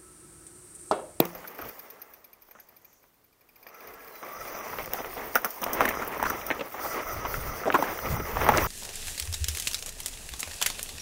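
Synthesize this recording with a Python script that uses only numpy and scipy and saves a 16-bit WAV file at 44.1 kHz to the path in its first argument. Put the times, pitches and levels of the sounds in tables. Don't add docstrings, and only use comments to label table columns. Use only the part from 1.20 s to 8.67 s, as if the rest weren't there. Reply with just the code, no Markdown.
import sys
import numpy as np
from scipy import signal
from scipy.fft import rfft, irfft, next_fast_len
from scipy.io import wavfile
from scipy.ndimage import uniform_filter1d

SR = 44100
rng = np.random.default_rng(int(sys.argv[2]) if len(sys.argv) > 2 else 0)


def invert_db(level):
    return 10 ** (np.asarray(level, dtype=float) / 20)


def int16_out(signal):
    q = np.round(np.clip(np.atleast_2d(signal).T, -1, 1) * 32767)
    wavfile.write(sys.argv[1], SR, q.astype(np.int16))


N = 329471
TIME = np.arange(N) / SR

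# time in seconds, weight on the tread in dB, litter dryness (crackle over crush) in dB.
ROLLING = [(0.0, -30.5, -10.5), (0.08, -44.5, -6.5), (0.58, -47.5, -8), (1.08, -71, 4), (1.52, -61, -6),
           (2.12, -68.5, -6), (2.43, -57.5, -9.5), (2.64, -48, -10), (3.1, -45, -6), (3.35, -40, -11),
           (4.02, -38, -13), (4.33, -43.5, -5), (4.76, -34, -12.5), (5.47, -42, -8), (5.85, -35.5, -10),
           (6.51, -40.5, -7), (7.05, -44.5, -3.5), (7.47, -34.5, -9)]
# time in seconds, tread swell in dB, housing jolt in dB, half length in seconds.
ROOTS = [(.17, 0, 15, .12), (0.447, 5.5, 25, 0.085), (2.698, 1, 6, 0.096), (3.208, -3, 11, .08),
         (3.638, 2, 15, 0.17), (4.176, 0, 7, 0.074), (4.468, 4, 15, .07), (4.614, 10.5, 13, 0.16),
         (5.076, 6.5, 12.5, 0.16), (5.264, 3, 9, 0.14), (5.381, 2, 10, 0.055), (5.661, 6, 6, 0.051),
         (5.92, -3, 2, 0.13), (6.18, 3, 12.5, 0.061), (6.285, 0.5, 12.5, 0.079), (6.658, 11, 4, 0.16),
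         (6.903, 6.5, 13.5, 0.098), (7.015, -4, 9, 0.065), (7.255, 11, 13.5, 0.63)]
# start in seconds, level in dB, decay (t60) in seconds.
SKIDS = [
    (0.245, -59, 0.22),
    (0.389, -38.5, 0.22),
    (.72, -54, 2.9),
    (2.47, -55, 0.3),
    (3.029, -44.5, 0.97),
    (3.252, -38.5, 0.24),
    (5.408, -25.5, 0.038),
]
# start in seconds, end in seconds, extra crackle in dB.
DRY_PATCH = (3.2, 4.2, 4.1)
# frequency in Hz, level in dB per Hz.
CRUSH_COLOUR = [(71, -33), (120, -12.5), (292, -3), (412, 1.5), (941, -0.5), (1230, -0.5), (1460, -7),
                (2050, -4.5), (3830, -24.5), (5000, -27.5), (6500, -28), (11000, -120)]
# frequency in Hz, level in dB per Hz.
CRACKLE_COLOUR = [(2060, -18.5), (3500, -11.5), (3870, -18), (4600, -10.5), (5860, -7.5), (7900, -16.5),
                  (8910, -10), (10300, -13.5), (12400, -9), (14700, 0.5), (15300, 1.5), (16000, -6)]
CRACKLE_SHARE = 0.63

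# time in seconds, peak in dB.
TEETH_SLOWING = [(0.151, -28.5), (0.276, -27), (.3483, -38), (0.3854, -28), (0.416, -28), (0.4883, -27),
                 (0.593, -28.5), (0.702, -29.5), (0.818, -28), (0.9377, -33.5), (1.044, -33.5),
                 (1.132, -35), (1.221, -37.5), (1.286, -48.5), (1.311, -36.5), (1.3995, -36.5),
                 (1.488, -38.5), (1.566, -38), (1.6159, -51), (1.648, -38), (1.7296, -46), (1.829, -47),
                 (1.941, -50), (2.0426, -49)]
# time in seconds, peak in dB.
TEETH_GAINING = [(2.127, -53), (2.21, -48), (2.2892, -46), (2.3592, -41.5), (2.4287, -39), (2.468, -34.5),
                 (2.487, -38), (2.5444, -39), (2.606, -37.5), (2.673, -34), (2.7374, -37), (2.806, -40),
                 (2.8447, -46), (2.877, -36.5), (2.9553, -37), (3.0474, -38), (3.085, -37), (3.124, -39),
                 (3.163, -42), (3.2078, -34.5), (3.277, -31), (3.3495, -38), (3.4702, -48), (3.5415, -34)]
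# frequency in Hz, level in dB per Hz.
PAWL_COLOUR = [(2060, -30), (3500, -15), (4750, -17), (6400, -9.5), (7720, -45), (9760, -12),
               (10500, -17.5), (13400, 7), (15800, -13), (16500, -30)]
PAWL_T60_S = 0.056
HUB_FREE_DB, HUB_LOADED_DB, HUB_SLOPE = -16.5, -9, -0.18

# time in seconds, peak in dB, decay (t60) in seconds.
SNAPS = [(0.0544, -19.5, 0.015), (3.6603, -25, 0.012), (3.7362, -8, 0.007), (3.958, -35, 0.022),
         (4.1555, -8.5, 0.062), (4.2474, -15, 0.054), (4.307, -22, 0.027), (4.418, -24, 0.072),
         (4.4415, -15, 0.013), (4.533, -14.5, 0.057), (4.607, -21, 0.018), (4.656, -17, 0.02),
         (4.6895, -18.5, 0.05), (4.8504, -29, 0.022), (5.029, -19, 0.023), (5.101, -16.5, 0.036),
         (5.2672, -19, 0.026), (5.889, -28, 0.018), (6.1794, -39, 0.02), (6.542, -24, 0.1),
         (6.6248, -23, 0.029), (6.9674, -24, 0.026), (7.29, -12.5, 0.021), (7.3218, -32, 0.018),
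         (7.3755, -29, 0.013), (7.379, -18, 0.016), (7.443, -20, 0.031)]
# frequency in Hz, level in dB per Hz.
SNAP_COLOUR = [(1760, -29), (3000, -12.5), (4110, -23), (5910, -1.5), (7370, -16.5), (8140, -15),
               (9190, -6), (10400, -11), (12000, -8), (14700, 6.5), (16500, -6.5)]

# time in seconds, peak in dB, pitch in Hz, decay (t60) in seconds.
TAPS = [(.032, -28, 503, .043), (.152, -33, 557, 0.055), (.244, -29.5, 1310, 0.11), (.39, -27, 1220, 0.049),
        (.401, -32, 388, 0.027), (.422, -26.5, 1160, 0.079), (.457, -33, 444, 0.045),
        (1.288, -44, 1000, 0.027), (1.312, -43.5, 1607, 0.099), (1.352, -38.5, 1160, 0.13),
        (1.388, -43, 1590, 0.15), (1.841, -44.5, 1047, 0.051), (2.467, -32.5, 1750, 0.038),
        (3.029, -27, 1080, 0.055), (3.251, -33, 845, 0.028), (4.1495, -20, 1820, 0.043),
        (4.416, -24, 630, 0.098), (4.795, -23.5, 510, 0.026), (6.584, -15, 568, 0.086),
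        (5.543, -24.5, 865, 0.072), (5.594, -24, 1010, 0.034)]
# time in seconds, peak in dB, pitch in Hz, decay (t60) in seconds.
CLACKS = [
    (.052, -22, 482, 0.05),
    (.443, -33.5, 558, 0.072),
    (3.736, -20, 1640, 0.079),
    (3.787, -27, 645, 0.099),
    (3.967, -27, 494, 0.071),
    (4.431, -18.5, 960, 0.091),
    (5.264, -34, 1300, .037),
    (5.41, -22, 520, 0.052),
    (6.051, -20, 960, 0.079),
    (6.79, -20, 1230, 0.035),
]
# time in seconds, peak in dB, pitch in Hz, decay
# (t60) in seconds.
BLOWS = [(3.533, -23.5, 970, 0.076), (3.586, -18.5, 2050, 0.13), (3.846, -23.5, 1290, 0.048),
         (4.157, -4.5, 1320, 0.074), (4.246, -11.5, 1200, 0.083), (4.464, -16, 756, 0.076),
         (4.527, -25, 394, 0.047), (4.544, -24, 606, 0.11), (4.6076, -2.5, 1100, 0.023),
         (5.0275, -10.5, 910, 0.031), (5.304, -10, 1710, 0.1), (5.393, -24, 564, 0.045),
         (6.142, -18, 1240, 0.038), (6.436, -21.5, 1250, 0.081), (6.457, -17.5, 465, 0.043),
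         (6.5028, -7.5, 1260, .018), (6.847, -21, 503, 0.099), (6.967, -21.5, 910, 0.07),
         (7.0, -20.5, 413, 0.039), (7.17, -12.5, 895, 0.045), (7.216, -12.5, 1150, 0.041),
         (7.266, -10.5, 1010, 0.048), (7.2895, -2.5, 920, 0.085), (7.3215, -10.5, 790, 0.02)]
TAP_EDGE_DB, CLACK_EDGE_DB, BLOW_EDGE_DB = -20, 14.5, -20
THUD_DB, THUD_DB_PER_OCTAVE, THUD_DB_PER_S = -19.5, -10, 113
SOFT_RISE_S = .005
# frequency in Hz, level in dB, decay (t60) in seconds.
MOUNT_MODES = [(173.2, -38, 0.75), (370, -5.5, 0.018), (345, -27.5, 0.3), (467, -21.5, 0.12),
               (643, -4.5, 0.013), (1320, -31, 0.025), (13700, 0, 0.005)]
MOUNT_HIT_S = 0.0026
# time in seconds, peak in dB, pitch in Hz.
SPOKE_PING = (7.3738, -11.5, 5800)
# peak time in seconds, peak in dB, pitch in Hz, rise in seconds, t60 in seconds.
SHOVES = [(4.439, -23.5, 2610, .002, 0.022), (4.6152, -12, 994, 0.0026, 0.026),
          (4.6177, -17.5, 1880, 0.0039, 0.014), (4.628, -20, 750, .004, 0.05),
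          (4.655, -12.5, 1950, .003, .025), (4.664, -23, 602, 0.0025, 0.052),
          (4.68, -15, 1710, 0.0013, 0.036), (4.691, -18.5, 1900, 0.0066, 0.039),
          (4.709, -24, 1880, 0.0018, 0.018), (4.741, -30, 1403, .003, 0.034),
          (4.822, -17.5, 1306, 0.0024, 0.071), (5.001, -19.5, 908, .003, 0.022),
          (5.039, -17, 1000, .002, 0.014), (5.056, -18, 1490, 0.0014, 0.026),
          (5.068, -17.5, 1195, 0.0037, 0.024), (5.104, -16.5, 1280, 0.002, 0.026),
          (5.215, -31, 2200, 0.0018, 0.046), (5.312, -16.5, 1810, .003, 0.034),
          (5.322, -25.5, 2620, 0.0027, 0.025), (5.412, -27.5, 2580, .003, 0.033),
          (5.396, -30, 2700, 0.0016, .03), (5.65, -23.5, 815, .008, 0.087), (6.48, -12, 620, 0.012, 0.11),
          (6.525, -20, 2650, .001, 0.037), (6.546, -6.5, 992.5, 0.0032, 0.032),
          (6.552, -7.5, 1102, .002, .03), (6.558, -11.5, 1039, .002, 0.072),
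          (6.626, -9.5, 840, 0.0022, 0.035), (6.642, -22.5, 1680, .004, 0.038),
          (6.686, -25, 1202, 0.0022, .02), (6.735, -29, 1260, .002, .02), (6.858, -26, 2080, 0.0017, .03),
          (6.923, -31, 1260, .002, .03), (7.159, -25, 1214, 0.0034, 0.027),
          (7.283, -17.5, 690, 0.0033, 0.023), (7.296, -13, 893, .002, 0.035),
          (7.34, -15, 1275, 0.0022, 0.033), (7.35, -17, 1197, 0.0039, 0.037),
          (7.383, -11, 1952, 0.0011, 0.017), (7.424, -28, 983, .002, .04)]

# start in seconds, end in seconds, first level in dB, last level in dB.
LEVER_PULLS = [
    (2.44, 2.946, -53, -56),
    (3.023, 3.2, -46, -41),
    (3.273, 3.532, -43, -46),
    (3.777, 3.89, -40, -55),
    (4.62, 4.852, -43, -41.5),
    (5.072, 5.404, -37.5, -45.5),
    (5.606, 7.1, -37.5, -40.5),
    (7.1, 7.497, -42, -37),
]
LEVER_DB_PER_S, PAD_DRAG_DB = 202, -77
# frequency in Hz, width in Hz, level in dB.
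SCRAPE_MODES = [(570, 320, -1), (1290, 163, 4), (1986, 280, -3.5), (5140, 360, -11.5), (5900, 770, -5.5)]
# frequency in Hz, width in Hz, level in dB.
DRAG_MODES = [(444, 67, 0.5), (803, 65, -6.5), (1120, 80, -3), (1347, 50, -0.5), (1654, 78, -1.5),
              (2040, 66, -4), (2750, 80, -16)]
# start in seconds, end in seconds, level in dB.
DRAGS = [
    (0.498, .7, -59.5),
    (.72, 0.937, -59),
    (2.53, 2.7, -56.5),
    (2.7, 2.993, -52),
]
# frequency in Hz, width in Hz, level in dB.
BITE_MODES = [(630, 120, -5), (1160, 120, -1), (2015, 83, -9)]
# start in seconds, end in seconds, level in dB.
BITES = [
    (3.013, 3.184, -44.5),
    (3.28, 3.5, -44.5),
    (5.617, 6.43, -48.5),
]
# frequency in Hz, width in Hz, level in dB.
HISS_MODES = [(5070, 200, -9), (5710, 150, -6), (5990, 170, -3), (6320, 200, -9)]
# start in seconds, end in seconds, level in dB.
HISSES = [
    (3.27, 3.53, -53),
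    (5.62, 6.5, -59),
    (6.7, 7.1, -56),
]
# start in seconds, end in seconds, first pitch in Hz, last pitch in Hz, level in dB.
SQUEAK = (2.9, 3.02, 4400, 3950, -61)

# time in seconds, peak in dB.
GRIT = [(3.6311, -25), (3.8452, -29), (3.9384, -25), (4.2188, -24), (4.5374, -26), (4.5474, -22),
        (4.6134, -25), (4.7716, -33), (4.8763, -21), (4.881, -20), (4.9776, -29), (5.0494, -32),
        (5.1672, -35), (5.2879, -34), (5.3472, -30), (5.4605, -31), (5.4809, -35), (5.5039, -31),
        (5.5268, -29), (5.6331, -30), (5.672, -28), (5.7304, -32), (5.8591, -40), (5.875, -28),
        (5.9698, -34), (6.1494, -33), (6.2253, -36), (6.2766, -41), (6.355, -30), (6.4033, -36),
        (6.5854, -22), (6.7181, -28), (6.7361, -29), (6.778, -25), (6.8014, -25), (7.003, -30),
        (7.0244, -29), (7.1147, -28), (7.198, -34), (7.4544, -24)]
# start in seconds, end in seconds, level in dB.
SLEEVE = [
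    (1.332, 1.436, -67),
    (1.616, 1.86, -70.5),
]
# start in seconds, added rumble in dB.
STEEPER = [
    (3.15, 5.5),
    (5.9, 13.5),
]
RUMBLE_UNDER_DB, BREEZE_DB = -21, -73.5
# frequency in Hz, level in dB per Hz.
WOOD_COLOUR = [(15, -27), (25, 0.5), (226, -1), (280, 3.5), (496, -2), (1220, -24), (1430, -6),
               (2270, -17.5), (2750, -10.5), (8830, -14.5), (14000, -9.5), (15200, -15), (16500, -33)]
WOOD_DB = -68.5
TOP_HZ = 15740


def unit(x):
    return x / np.sqrt(np.mean(x ** 2))


def peak(x):
    return x / abs(x).max()


def colour(x, table):
    hz, db = np.transpose(table)
    size = 4096
    grid_hz = np.arange(size // 2 + 1) * SR / size
    gain = np.interp(np.log(grid_hz + 1), np.log(hz), db) * np.log(10) / 20
    ceps = irfft(gain)
    ceps[1:size // 2] *= 2
    ceps[size // 2 + 1:] = 0
    return signal.fftconvolve(x, irfft(np.exp(rfft(ceps))))[:len(x)]


def band(x, hz, width):
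    return signal.lfilter(*signal.iirpeak(hz, hz / width, fs=SR), x)


def band_twice(x, hz, width):
    return band(band(x, hz, width), hz, width)


def walk(rate):
    hold = int(SR / rate)
    steps = np.repeat(rng.standard_normal(N // hold + 1), hold)
    return unit(uniform_filter1d(uniform_filter1d(steps, hold), hold)[:N])


def gate(start, end, edge_s=.03):
    return np.clip(np.minimum(TIME - start, end - TIME) / edge_s + .5, 0, 1)


def fade(t60, size=4000):
    return invert_db(-60 * np.arange(size) / SR / max(t60, 1e-3))


def ring(hz, t60, size=4000):
    return np.sin(2 * np.pi * hz * np.arange(size) / SR) * fade(t60, size)


def add(out, s, sound):
    i = int(max(s, 0) * SR)
    out[i:i + len(sound)] += sound[:len(out) - i]


def impulses(rate, spread_db):
    chance, size = rng.random(N), rng.exponential(size=N)
    return (chance < rate / SR) * invert_db(spread_db * np.minimum(size, 3))


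def grains(rate, spread_db):
    starts = impulses(rate, spread_db)
    return unit(rng.standard_normal(N) * signal.fftconvolve(starts, fade(0.01, size=800))[:N])


def controls():
    s, weight_db, dry_db = np.transpose(ROLLING)
    weight_db, dry_db = np.interp(TIME, s, weight_db), np.interp(TIME, s, dry_db)
    swell_db, jolt_db = np.zeros((2, N))
    for at, tread_db, housing_db, half_s in ROOTS:
        hump = np.clip(1 - abs(TIME - at) / max(half_s, .01), 0, 1)
        swell_db += tread_db * hump
        jolt_db += housing_db * hump
    crush_db = weight_db + swell_db
    brittle_db = DRY_PATCH[2] * gate(*DRY_PATCH[:2])
    crackle_db = weight_db + dry_db + CRACKLE_SHARE * swell_db + brittle_db
    steep_db = sum(db * gate(start, np.inf, 0.11) for start, db in STEEPER)
    rumble_db = np.maximum(weight_db + RUMBLE_UNDER_DB + steep_db + jolt_db, BREEZE_DB)
    rub_db = np.full(N, 1. 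* PAD_DRAG_DB)
    for start, end, first_db, last_db in LEVER_PULLS:
        off_s = np.maximum(np.maximum(start - TIME, TIME - end), 0)
        pull_db = np.interp(TIME, (start, end), (first_db, last_db))
        rub_db = np.maximum(rub_db, pull_db - LEVER_DB_PER_S * off_s)
    return crush_db, crackle_db, rumble_db, rub_db


def tyres(crush_db, crackle_db):
    noise = rng.standard_normal((3, N))
    load = np.clip((crush_db + 65) / 25, .3, 1)
    bed = 1.3 * noise[0] * invert_db(3.1 * load * walk(25))
    lumps = .5 * grains(150, 8.1) + 0.29 * pebbles(30, 3.8, 4.6)
    crush = unit(colour(bed + load * lumps, CRUSH_COLOUR)) * invert_db(crush_db - 0.62)
    bite = np.zeros(N)
    for s, db, t60 in SKIDS:
        add(bite, s, invert_db(db) * fade(t60, size=40000))
    crush = crush + bite * unit(colour(noise[2], CRUSH_COLOUR))
    crackle = 0.69 * noise[1] * invert_db(2.1 * walk(30) + 1.5 * walk(9)) + 0.4 * grains(400, 3.0)
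    return crush, unit(colour(crackle, CRACKLE_COLOUR)) * invert_db(crackle_db + 4.0)


def pebbles(rate, spread_db, sharp):
    out = np.zeros(N)
    for hz in np.geomspace(220, 3000, 16):
        out += np.sqrt(hz) * unit(band_twice(impulses(rate, spread_db), hz, hz / sharp))
    return unit(out)


def patchy(x, depth_db):
    size = next_fast_len(N)
    z, hz = rfft(x, size), np.arange(size // 2 + 1) * SR / size
    edges = np.append(0, np.geomspace(3300, 24000, 10))
    out = np.zeros(N)
    for lo, hi in zip(edges, edges[1:]):
        out += irfft(z * (hz >= lo) * (hz < hi), size)[:N] * invert_db(depth_db * walk(35))
    return out


def freewheel():
    out = np.zeros(N)
    teeth = [(*row, HUB_FREE_DB) for row in TEETH_SLOWING] + [(*row, HUB_LOADED_DB) for row in TEETH_GAINING]
    for s, db, hub_db in teeth:
        hub_db = hub_db + HUB_SLOPE * (db + 44.0)
        noise, lag = rng.standard_normal(2000), rng.random(2)
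        shape = fade(PAWL_T60_S, size=2000)
        for at, share in zip(lag * .002 + [.0025, .006], (.8, .4)):
            add(shape, at, share * fade(0.25 * PAWL_T60_S, size=2000))
        burst = noise * (shape + 0.45 * fade(0.011, size=2000))
        hub = (.7 + .6 * lag[1]) * peak(band(band(burst, 2380, 200), 2380, 350))
        hub = hub + .6 * peak(band(band(burst, 4950, 800), 4950, 1100))
        hub = hub + (.8 if s < 1.0 else .1) * peak(band(band(burst, 1650, 250), 1670, 400))
        add(out, s - .0008, invert_db(db - 1.5) * (peak(colour(burst, PAWL_COLOUR)) + invert_db(hub_db + 1.5) * hub))
    return out


def snaps():
    out = np.zeros(N)
    for s, db, t60 in SNAPS:
        shape = 2.0 * fade(0.041 * t60) + fade(t60) + 0.089 * fade(6.0 * t60)
        burst = rng.standard_normal(4000) * shape
        burst[0] += 6
        add(out, s - .0008, invert_db(db + 3.5) * peak(colour(burst, SNAP_COLOUR)))
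    return out


def blow(hz, t60, edge_db):
    thud_db = THUD_DB + THUD_DB_PER_OCTAVE * np.log2(hz / 800) + THUD_DB_PER_S * (t60 - .05)
    noise, crumbs = rng.standard_normal((2, 4000))
    touch = invert_db(4.0 * unit(uniform_filter1d(crumbs, size=60)))
    burst = noise * (touch * fade(t60) + 0.038 * fade(1.2 * t60))
    burst = burst + 0.097 * noise * fade(t60)
    rise_s = SOFT_RISE_S * min((t60 / .11) ** 2 * (600 / hz) ** 4, 1)
    burst = burst * (1 - np.exp(-TIME[1:4001] / rise_s))
    burst[0] += 20 * np.exp(-rise_s / .002)
    tone = band(band(burst, hz, 0.27 * hz), hz, 0.76 * hz)
    body = band(band(burst, 743, 820), 707, 860)
    edge = band_twice(burst, 2600, 1300)
    thud = band_twice(burst, 270, 160)
    main = peak(0.46 * peak(tone) + 0.5 * peak(body))
    return main + invert_db(edge_db - 22.0) * peak(edge) + invert_db(thud_db + 1.5) * peak(thud)


def knocks():
    out = np.zeros(N)
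    for table, edge_db in ((TAPS, TAP_EDGE_DB), (CLACKS, CLACK_EDGE_DB), (BLOWS, BLOW_EDGE_DB)):
        for s, db, hz, t60 in table:
            add(out, s - .0003, invert_db(db) * blow(hz, t60, edge_db))
    return signal.sosfilt(signal.butter(4, 3600, fs=SR, output="sos"), out)


def mount_and_spoke():
    out = np.zeros(N)
    thump = -sum(invert_db(db) * ring(hz, t60, size=30000) for hz, db, t60 in MOUNT_MODES)
    rattle = peak(band(rng.standard_normal(4000) * fade(0.014), 2900, 1800))
    add(out, MOUNT_HIT_S, signal.sosfilt(signal.butter(6, 135, "high", fs=SR, output="sos"), thump))
    add(out, MOUNT_HIT_S, invert_db(-12.0) * rattle)
    s, db, hz = SPOKE_PING
    add(out, s, invert_db(db) * peak(band(rng.standard_normal(4000) * fade(0.01), hz, 4500)))
    return out


def shoves():
    out, lead = np.zeros(N), 600
    for s, db, hz, rise_s, t60 in SHOVES:
        swell = np.exp(-(TIME[lead:0:-1] / max(rise_s, 3e-4)) ** 2)
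        shape = np.append(swell, fade(t60, size=3400))
        noise = rng.standard_normal((2, 4000))
        wobble = 1 + .12 * unit(uniform_filter1d(noise[0], size=80))
        tone = np.sin(2 * np.pi * hz * np.cumsum(wobble) / SR)
        scuff = unit(band_twice(noise[1], hz, 0.75 * hz))
        thud = band_twice(shape * noise[0], 290, 270)
        edge = band(band(shape * noise[1], 5800, 2200), 4800, 2800)
        start = s - lead / SR
        add(out, start, invert_db(db) * peak(shape * (tone + 0.75 * scuff)))
        add(out, start, invert_db(db - 11.0) * peak(thud))
        add(out, start, invert_db(db - 22.5) * peak(edge))
    return out


def brake(db):
    scrape = rng.standard_normal(N) * invert_db(3.95 * walk(40))
    on = np.clip((TIME - 2.44) / .05, 0, 1)
    return on * invert_db(db - 7.0) * sum(invert_db(g) * unit(band_twice(scrape, f, w)) for f, w, g in SCRAPE_MODES)


def discs():
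    out = np.zeros(N)
    for modes, spans in ((DRAG_MODES, DRAGS), (BITE_MODES, BITES), (HISS_MODES, HISSES)):
        sing = np.zeros(N)
        for hz, width, db in modes:
            sing += invert_db(db + 2 * walk(18)) * unit(band_twice(rng.standard_normal(N), hz, width))
        out += unit(sing) * sum(invert_db(db) * gate(start, end, 0.045) for start, end, db in spans)
    return out


def squeak():
    start, end, from_hz, to_hz, db = SQUEAK
    along = np.clip((TIME - start) / (end - start), 0, 1)
    hz = to_hz + (from_hz - to_hz) * np.exp(-4 * along) + 25 * walk(300)
    return invert_db(db) * np.sin(np.pi * along) ** .5 * np.sin(2 * np.pi * np.cumsum(hz) / SR)


def grit():
    out = np.zeros(N)
    for s, db in GRIT:
        burst = rng.standard_normal(1500) * (fade(0.019, size=1500) + .15 * fade(.08, size=1500))
        add(out, s - .0005, invert_db(db - 3.3) * peak(band(band(burst, 14600, 3500), 14000, 6000)))
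    return out


def sleeve():
    swish = unit(band(band(rng.standard_normal(N), 6600, 1300), 5900, 1300)) * invert_db(2.4 * walk(24.9))
    return swish * sum(invert_db(db) * gate(start, end, 0.09) for start, end, db in SLEEVE)


def rumble(db):
    out = np.zeros(N)
    for hz, band_db in ((28, -7.5), (50, -6.5), (75, -10.0), (120, -8.0)):
        out += invert_db(band_db + 4.45 * walk(8)) * unit(band_twice(rng.standard_normal(N), hz, 1.7 * hz))
    return out * invert_db(db - 3.0)


def still_wood():
    return unit(colour(rng.standard_normal(N), WOOD_COLOUR)) * invert_db(WOOD_DB)


def scene():
    crush_db, crackle_db, rumble_db, rub_db = controls()
    crush, crackle = tyres(crush_db, crackle_db)
    rolling = crush + patchy(crackle, depth_db=2) + freewheel()
    hits = snaps() + knocks() + mount_and_spoke() + shoves() + grit()
    braking = brake(rub_db) + discs() + squeak()
    background = sleeve() + rumble(rumble_db) + still_wood()
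    return (rolling + hits + braking + background)[None]


def thin_treble(x, under_db, hole_db):
    hz, _, z = signal.stft(x, SR, nperseg=1024)
    size = 7
    power = np.add.reduceat(abs(z) ** 2 + 1e-18, np.arange(0, len(hz), size))
    level_db = uniform_filter1d(10 * np.log10(power), size=3, axis=1)
    sunk = level_db - uniform_filter1d(level_db, size=9, axis=0) < under_db
    treble = (hz[:, None] > 4200) & (hz[:, None] < 14000)
    drop = np.repeat(sunk, size, axis=0)[:len(hz)] & treble
    return signal.istft(z * invert_db(hole_db * drop), SR, nperseg=1024)[1][:N]


def band_limit(x):
    return signal.sosfilt(signal.butter(12, 16990, fs=SR, output="sos"), x)


def record(dry):
    rounded = np.tanh(0.74 * dry[0]) / 0.86
    dull = signal.sosfiltfilt(signal.ellip(10, .1, 50, TOP_HZ, fs=SR, output="sos"), rounded)
    top = rounded - dull
    sharp = uniform_filter1d(top ** 2, size=256) > invert_db(-31) ** 2
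    cracks = .6 * top * uniform_filter1d(1. * sharp, size=128)
    mix = thin_treble(dull, under_db=-3.3, hole_db=-25) + cracks
    return band_limit(mix[None])


dry = scene()
out = record(dry)
int16_out(out)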